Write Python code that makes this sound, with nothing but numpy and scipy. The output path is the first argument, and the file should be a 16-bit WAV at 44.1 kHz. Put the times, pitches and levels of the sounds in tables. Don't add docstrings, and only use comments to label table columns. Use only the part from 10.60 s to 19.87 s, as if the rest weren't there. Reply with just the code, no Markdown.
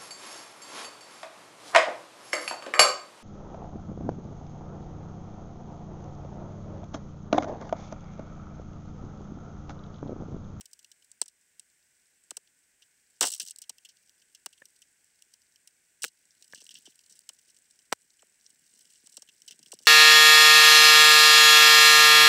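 import sys
import numpy as np
from scipy import signal
from scipy.fft import rfft, irfft
from scipy.io import wavfile
from scipy.ndimage import uniform_filter1d

SR = 44100
rng = np.random.default_rng(int(sys.argv[2]) if len(sys.argv) > 2 else 0)


def wav_record(signal):
    frames = np.transpose(np.atleast_2d(signal))
    bounded = np.clip(frames, -1, 1)
    quanta = np.round(bounded * 32767).astype(np.int16)
    wavfile.write(sys.argv[1], SR, quanta)


N = 408807
CHIRP_SIZE = 4096
CHIRP_CENTRE = CHIRP_SIZE // 4


def gain_of(db):
    return 10 ** (np.asarray(db) / 20)


def evened(x):
    return x / np.sqrt(np.mean(x ** 2) + 1e-20)


def colour(points, size):
    point_hz, point_db = np.transpose(points)
    hz = np.fft.rfftfreq(size, 1 / SR)
    db = np.interp(np.log(hz + 1), np.log(point_hz), point_db, point_db[0] - 22.5, point_db[-1] - 22.0)
    return gain_of(db)


def causal(points):
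    log_gain = np.log(colour(points, 1024))
    both_sides = np.concatenate([log_gain, log_gain[-2:0:-1]])
    taps = np.fft.ifft(np.exp(np.conj(signal.hilbert(both_sides)))).real[:512]
    return taps / np.linalg.norm(taps)


def add(mix, s, sound):
    at = round(s * SR)
    part = mix[max(at, 0):][:len(sound) + min(at, 0)]
    part += sound[max(-at, 0):][:len(part)]


# frequency in Hz, relative level in dB.
LOW_RING = [(1200, -41.5), (1500, -22.5), (2450, -20.5), (2750, -3.5), (2950, -0.5), (3400, -6.5),
            (4200, -17.5)]
MID_RING = [(2600, -25.5), (3600, -7.5), (5000, -2.5), (5800, 2.5), (6500, -5), (8000, -20)]
TREBLE = [(3000, -34.5), (6200, -16.5), (7000, -2), (8000, 5.5), (9000, -1), (9800, -12.5), (11500, -17.5),
          (13000, -39.5)]
TOP_OCTAVE = [(8500, -24.5), (10500, 0), (13000, -4), (13900, -9.5), (15000, 1.5), (15700, -0.5),
              (15950, -35.5)]


def through_water(drives):
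    colours = (LOW_RING, MID_RING, TREBLE, TOP_OCTAVE)
    return sum(signal.oaconvolve(drive, causal(points))[:N] for drive, points in zip(drives, colours))


# start in seconds, level in dB, length in ms,
# 3 kHz ring relative to the treble in dB.
CRACKS = [(0.0084, -39.5, 8.5, -9.5), (0.056, -43.5, 7.3, -10.5), (0.1122, -57, 5.8, -19),
          (0.132, -41.5, 6.9, -10), (0.1907, -49, 7.8, -7), (0.2276, -56, 5.7, -16),
          (0.2448, -45.5, 5.9, 1), (0.3156, -45, 6.8, -7), (0.4227, -57.5, 7.3, 2), (0.4447, -53.5, 8, -18),
          (0.5156, -44.5, 4.7, -18), (0.615, -19, 5.5, -18), (0.625, -36.5, 5, -2), (0.629, -43, 3.7, -14),
          (0.636, -44, 7.5, -23), (0.6583, -44, 7, -15), (0.6806, -39, 7.2, -14.5), (0.696, -54, 3.1, -22),
          (0.8111, -58, 7.8, -22), (0.9954, -38, 6.4, -13.5), (1.6372, -57, 6, -23), (1.707, -32, 7, -8.5),
          (1.7681, -30, 7.3, -9.5), (1.873, -54.5, 5.9, 11), (2.2202, -52.5, 14, 6),
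          (2.608, -17, 16.6, -4.5), (2.6229, -16, 22.6, -4.5), (2.649, -23.5, 28, -11.5),
          (2.658, -25, 8, -9), (2.6688, -20, 10.8, -5), (2.6814, -26, 14.4, -11.5),
          (2.7021, -27.5, 9.2, -13), (2.7177, -24.5, 15.5, -13.5), (2.7362, -25, 4.9, -7.5),
          (2.7461, -29, 9.4, -11.5), (2.762, -40, 10, -13), (2.7781, -40.5, 11.7, -19),
          (2.798, -24, 12.6, -3), (2.8144, -31, 9.9, -9), (2.8245, -36.5, 18, -12.5),
          (2.8506, -39, 6.4, -19), (2.862, -39.5, 9, -6), (2.874, -38, 6.3, -12), (2.883, -35, 7, -10),
          (2.8957, -42, 9, -10), (2.9074, -36, 10.5, -11.5), (2.9604, -41, 3.5, -16),
          (2.9855, -38.5, 5.5, -16), (3.017, -39, 13, -10.5), (3.038, -47, 6, 8), (3.094, -32.5, 8.9, -5.5),
          (3.1829, -45, 5.3, 4), (3.2488, -45, 15, 1), (3.288, -50, 15.6, 1.3), (3.369, -55, 6.1, 0.5),
          (3.4946, -47.5, 1.9, -2), (3.617, -59, 10.5, 2.3), (3.748, -45.5, 9.9, -3),
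          (3.86, -27.5, 6, -5.5), (3.9277, -51.5, 11, 1.5), (3.977, -57, 7.6, 8), (4.0546, -44, 6.3, -9),
          (4.1618, -56, 7.7, -9), (4.218, -48, 8.8, -1.5), (4.4433, -58.5, 6.3, -21),
          (4.622, -43.5, 4.3, -6), (4.738, -46, 5.2, -4), (4.8186, -51, 2.1, -8), (4.959, -51, 5.3, 6),
          (5.074, -43.5, 7.6, -8), (5.4198, -35.5, 20, -6), (5.4328, -27.5, 8.3, -5), (5.4467, -22, 3, -17),
          (5.451, -39, 19, -7.5), (5.465, -45, 14, -13), (5.4793, -40, 8.9, -9), (5.8238, -45, 6, -6.5),
          (5.843, -51, 7.5, -9), (5.879, -53, 5.2, -16), (5.9243, -43.5, 6.7, 2), (5.9469, -37.5, 3.7, -15),
          (5.954, -46, 12, 3), (5.9748, -49.5, 18, 3), (6.0035, -48.5, 17, -2.5), (6.0656, -42.5, 3.6, 0),
          (6.091, -41.5, 5.2, 8), (6.106, -45, 19, 1), (6.1412, -45, 8.2, -13), (6.1527, -39.5, 5.8, 12),
          (6.162, -51, 24.5, 9), (6.2542, -47, 23.4, 4.5), (6.3916, -44.5, 2.3, 0), (6.4613, -52.5, 7, -13),
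          (6.495, -53.5, 26, -14), (6.522, -50, 12, -12), (6.554, -55.5, 28, -12), (6.591, -41, 1.9, -17.5),
          (6.69, -33, 6.6, -2), (6.788, -58.5, 8, -8), (6.987, -53, 3.7, -20), (7.19, -53.5, 7, -6.5),
          (7.3257, -22, 3.8, -7.5), (7.335, -39.5, 3, -16), (7.5916, -55, 7.9, 3), (7.621, -51.5, 8.6, -10),
          (7.9019, -51.5, 8.5, -13), (8.092, -61, 12, -19), (8.148, -57, 14, -13), (8.2074, -50, 8.5, -9),
          (8.3006, -56, 19, -12), (8.3354, -48.5, 5.5, -14), (8.4707, -41.5, 3.7, -9),
          (8.4964, -52, 7.5, -16), (8.5203, -51, 11, -16), (8.5683, -38, 10.4, -9.5),
          (8.6206, -44, 8.3, -8), (8.675, -56, 8, 6), (8.6881, -45.5, 9.4, 11), (8.819, -42.5, 5, -6),
          (8.8783, -39, 14.5, -1), (8.909, -38.5, 7.4, 0.6), (8.9195, -44.5, 12, 2),
          (8.9907, -49.5, 6.3, -8), (9.0283, -46.5, 6.3, -6), (9.0604, -45, 6, 6),
          (9.1179, -37.5, 9.4, -6.5), (9.1364, -40, 10.4, -15), (9.189, -45.5, 8.4, -1),
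          (9.2258, -48.5, 4.8, -6), (9.255, -44, 9.7, 3.5)]
BUILD = [(0.16, 1.21), (0.082, 1.24), (0.09, 0.93), (0.024, 0.75)]
# time in seconds, its level relative to the treble in dB.
TOP_LEVEL = [(0, -9), (.6, -18), (2.6, -12), (5.75, -13), (6.35, -21), (6.6, -11.5), (8.35, -29.5),
             (8.5, -14.5), (9.27, -13)]
MID_DB, MID_FOLLOWS, MID_SPREAD_DB = 0.45, .38, 2


def cracks():
    ms = np.arange(2000) / SR * 1000
    noise, lumps = rng.standard_normal((len(CRACKS), 2, len(ms))).transpose(1, 0, 2)
    drives = np.zeros((4, N))
    for (s, db, length, low_db), n, lump in zip(CRACKS, noise, lumps):
        burst = gain_of(2.8 * evened(uniform_filter1d(lump, 24))) * n
        burst *= 1 + 1.6 * np.exp(-ms / 0.56)
        burst *= gain_of(db) / np.std(burst[ms < length / 2])
        mid_db = MID_DB + MID_FOLLOWS * low_db + MID_SPREAD_DB * lump[-1]
        top_db = np.interp(s, *np.transpose(TOP_LEVEL))
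        shares = gain_of([low_db, mid_db, 0, top_db])
        shares = shares / np.linalg.norm(shares)
        for drive, share, (rise, last) in zip(drives, shares, BUILD):
            gone = ms / (last * length)
            scattered_tail = gain_of(-22 - 26.0 * gone)
            body = gain_of(-11.0 * gone - 5.1 * gone ** 3) + scattered_tail
            onset = 1.15 - np.exp(-ms / (rise * length))
            add(drive, s, share * burst * body * onset)
    return through_water(drives)


def chirp(hz, spread, octaves):
    f = np.fft.rfftfreq(CHIRP_SIZE, 1 / SR) + 1
    bump = np.exp(-abs(np.log2(f / hz) / (0.77 * octaves)) ** 1.4)
    turns = spread / 1000 * (2 * np.sqrt(1000 * f) - f * np.sqrt(1000 / hz))
    wave = np.roll(irfft(bump * np.exp(-2j * np.pi * turns)), CHIRP_CENTRE)
    return wave / np.sqrt(uniform_filter1d(wave ** 2, 300).max())


def scattered(wave, noise, share=0.058, ms=3.3):
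    t_ms = np.arange(len(noise)) / SR * 1000
    direct = t_ms == 0
    return signal.fftconvolve(wave, share * noise * np.exp(-t_ms / ms) + direct)


# arrival of the strongest pitch in seconds, level in dB,
# strongest pitch in Hz, spread (travel delay at 1 kHz) in ms.
BENDS = [(0.0144, -66, 1580, 9), (0.6189, -38.5, 730, 3.2), (0.664, -67, 1700, 3), (1.716, -51, 700, 8.1),
         (1.775, -54.5, 774, 6.8), (2.6165, -29, 556, 3.55), (2.678, -46, 618, 9.8), (2.824, -68, 230, 3.1),
         (2.8356, -61, 218, 3.7), (3.103, -52.5, 580, 6.8), (3.8652, -44.5, 800, 4.3),
         (5.456, -57.5, 302, 3.16), (5.8204, -74, 313, 5.2), (5.98, -70.5, 232, 5.7),
         (6.023, -66.5, 463, 7.9), (6.141, -73, 225, 3.3), (6.19, -75, 230, 3.7), (6.2797, -61.5, 360, 9.7),
         (6.5158, -73.5, 226, 3.4), (6.6961, -56.5, 1610, 10.8), (7.6308, -62.5, 664, 11),
         (8.1676, -74.5, 230, 4), (8.2662, -77, 229, 2.7), (8.4411, -68, 241, 4.6), (8.477, -72, 904, 6),
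         (8.542, -70, 229, 4.4), (8.5804, -56.5, 460, 7), (8.6281, -65.5, 590, 6.4), (8.69, -73, 180, 1.6),
         (8.9066, -68, 279, 3.7), (8.925, -68.5, 200, 2.4), (8.944, -74, 290, 4), (9.0, -66.5, 286, 3.1),
         (9.037, -69, 190, 4.1), (9.0712, -66, 228, 4.7), (9.1083, -69, 290, 3), (9.136, -52, 474, 12.3),
         (9.2073, -68, 370, 5.8), (9.222, -73, 280, 2.9)]
BEND_OCTAVES, WIDENING = 1.57, .4


def bends():
    out = np.zeros(N)
    for (s, db, hz, spread), n in zip(BENDS, rng.standard_normal((len(BENDS), 600))):
        wave = chirp(hz, spread, BEND_OCTAVES * (hz / 500) ** WIDENING)
        add(out, s - CHIRP_CENTRE / SR, gain_of(db) * scattered(wave, n))
    return out


# time in seconds, burst level in dB, bending level in dB.
DENSE_CRACKLE = [(0.0, -82, -104), (0.41, -79, -100), (1.14, -78.5, -102), (1.59, -77, -98),
                 (1.8, -83.5, -96), (2.9, -69.5, -99), (3.1, -78, -102.5), (3.6, -72.5, -91.5),
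                 (5.4, -78, -95), (5.73, -66.5, -87.5), (6.02, -60.5, -79), (6.3, -66, -83.5),
                 (6.591, -68, -87), (7.45, -69, -85.5), (8.45, -62.5, -86), (8.92, -68, -79.5),
                 (9.27, -59.5, -79)]


def swarm(per_s=420, spread_db=5.0, smear_ms=2.6, bends_per_s=70, bend_spread_db=3.5):
    s, burst_db, bend_db = np.transpose(DENSE_CRACKLE)
    t = np.arange(N) / SR
    chance = rng.random((2, N))
    odds = np.minimum(rng.exponential(1, (2, N)), 3.2)
    tick_db = spread_db * odds[0] + 6.5 * rng.standard_normal((4, N))
    ticks = gain_of(tick_db) * (chance[0] < per_s / SR)
    level = signal.lfilter([1], [1, -np.exp(-1000 / SR / smear_ms)], ticks)
    drives = evened(level * rng.standard_normal(N)) * gain_of([[-13], [-4], [-2.5], [-15]])
    bursts = through_water(drives)

    kicks = gain_of(bend_spread_db * odds[1]) * (chance[1] < bends_per_s / SR)
    pitch_index = rng.integers(0, 8, N)
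    bent = np.zeros(N)
    for k, hz in enumerate(np.geomspace(170, 340, num=8)):
        plop = scattered(chirp(hz, 6.2, 1.2), rng.standard_normal(600), .08, 5.2)
        bent += signal.oaconvolve(kicks * (pitch_index == k), plop)[CHIRP_CENTRE:][:N]
    burst_gain = gain_of(np.interp(t, s, burst_db))
    bend_gain = gain_of(np.interp(t, s, bend_db))
    return burst_gain * bursts + bend_gain * evened(bent)


TEAR_START_S, TEAR_PEAK_S, TEAR_DB, TEAR_RISE_DB = 2.611, 2.634, -25, 11.5
TEAR_FALL_DB_PER_S, RATTLE_DB, RATTLE_FALL_DB_PER_S = 600, -52, 169.5


def tear(per_s=1200, spread_db=5.0, rattle_per_s=350):
    size = gain_of(spread_db * rng.standard_normal(N)) * rng.choice([-1, 1], N)
    chance = rng.random(N)

    def chirps(rate, wave):
        impulses = size * (chance < rate / SR)
        return evened(signal.oaconvolve(impulses, wave)[CHIRP_CENTRE:][:N])

    crunch = chirps(per_s, chirp(750, 5.0, 1.9))
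    rattle = chirps(rattle_per_s, chirp(1100, 3.0, 2.6))
    t = np.arange(N) / SR
    late = np.maximum(t - TEAR_PEAK_S, 0)
    rise_db = TEAR_RISE_DB * np.minimum((t - TEAR_PEAK_S) / (TEAR_PEAK_S - TEAR_START_S), 0)
    falling_crunch = gain_of(TEAR_DB - TEAR_FALL_DB_PER_S * late) * crunch
    falling_rattle = gain_of(RATTLE_DB - RATTLE_FALL_DB_PER_S * late) * rattle
    return (t > TEAR_START_S) * gain_of(rise_db) * (falling_crunch + falling_rattle)


# start in seconds, level in dB, pitch in Hz, rise in ms,
# 60 dB decay time in ms, low thump relative to the ring in dB.
BLIPS = [(2.805, -47.5, 1640, 3.5, 30, -27), (4.0167, -43.5, 1778, 5.6, 14, -1.5),
         (5.441, -22.5, 1644, 0.29, 12.7, -18), (5.4465, -19, 1540, 0.21, 6.9, -16),
         (5.9345, -35.5, 1680, 1.13, 15.6, -25)]


def blips():
    ms = np.arange(2000) / SR * 1000
    out = np.zeros(N)
    for (s, db, hz, rise, t60, thump_db), n in zip(BLIPS, rng.standard_normal((len(BLIPS), len(ms)))):
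        attack = np.sin(np.pi / 2 * np.minimum(ms / rise, 1)) ** 2
        roughness = 0.31 * evened(uniform_filter1d(n, 10))
        ring = np.sin(2 * np.pi * hz * ms / 1000) + roughness
        decay = gain_of(-60 * np.maximum(ms - rise, 0) / t60)
        thump = gain_of(thump_db - 60 * ms / 28) * np.sin(2 * np.pi * 0.308 * hz * ms / 1000)
        add(out, s, gain_of(db) * attack * (decay * ring + thump))
    return out


# arrival of the strongest pitch in seconds, peak level in dB,
# strongest pitch in Hz, spread (travel delay at 1 kHz) in ms, nominal width in octaves.
SNAPS = [(5.442, -11.5, 2160, 0.59, 2.2), (5.4472, -15, 1190, 0.74, 2), (7.3231, -23, 1004, 1.37, 1.7),
         (7.3271, -12, 707, 1.4, 2.25), (7.3306, -18.5, 1000, 0.68, 2.4), (7.3327, -20.5, 773, 0.81, 2.9)]


def snaps():
    out = np.zeros(N)
    for (s, db, hz, spread, octaves), n in zip(SNAPS, rng.standard_normal((len(SNAPS), 200))):
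        click = scattered(chirp(hz, spread, octaves), n, .06, 1.0)
        add(out, s - CHIRP_CENTRE / SR, gain_of(db) * click / abs(click).max())
    return out


def scene():
    return (cracks() + bends() + swarm() + tear() + blips() + snaps())[None]


# frequency in Hz, relative level in dB.
HISS_COLOUR = [(20, -16), (60, -8.5), (300, -10), (420, -10.5), (1300, -17), (1500, -3), (2200, -5),
               (3900, -14.5), (5700, -8.5), (6800, -7.5), (8100, 0), (10800, -16.5), (15750, -16.5),
               (15950, -45)]
HISS_DB, BASS_CUT_HZ, EDGE_HZ = -70, 120, 16800


def hiss():
    spectrum = rfft(rng.standard_normal(N)) * colour(HISS_COLOUR, N)
    return gain_of(HISS_DB) * evened(irfft(spectrum, N))


def gain_control(wet):
    power_db = 10 * np.log10(abs(uniform_filter1d(wet[0] ** 2, 200, origin=99)) + 1e-12)
    fall_db = np.arange(N) * 60. / SR
    held_db = np.maximum.accumulate(power_db + fall_db) - fall_db
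    over_db = np.maximum(held_db + 38.5, 0)
    return wet / gain_of(0.17 * uniform_filter1d(over_db, 300, origin=149))


def record(dry):
    housed = signal.sosfilt(signal.butter(3, BASS_CUT_HZ, "high", fs=SR, output="sos"), dry)
    ducked = gain_control(housed + hiss())
    band_limit = signal.firwin(511, EDGE_HZ, window=("kaiser", 9), fs=SR)
    return signal.oaconvolve(ducked, band_limit[None], "same")


dry = scene()
out = record(dry)
wav_record(out)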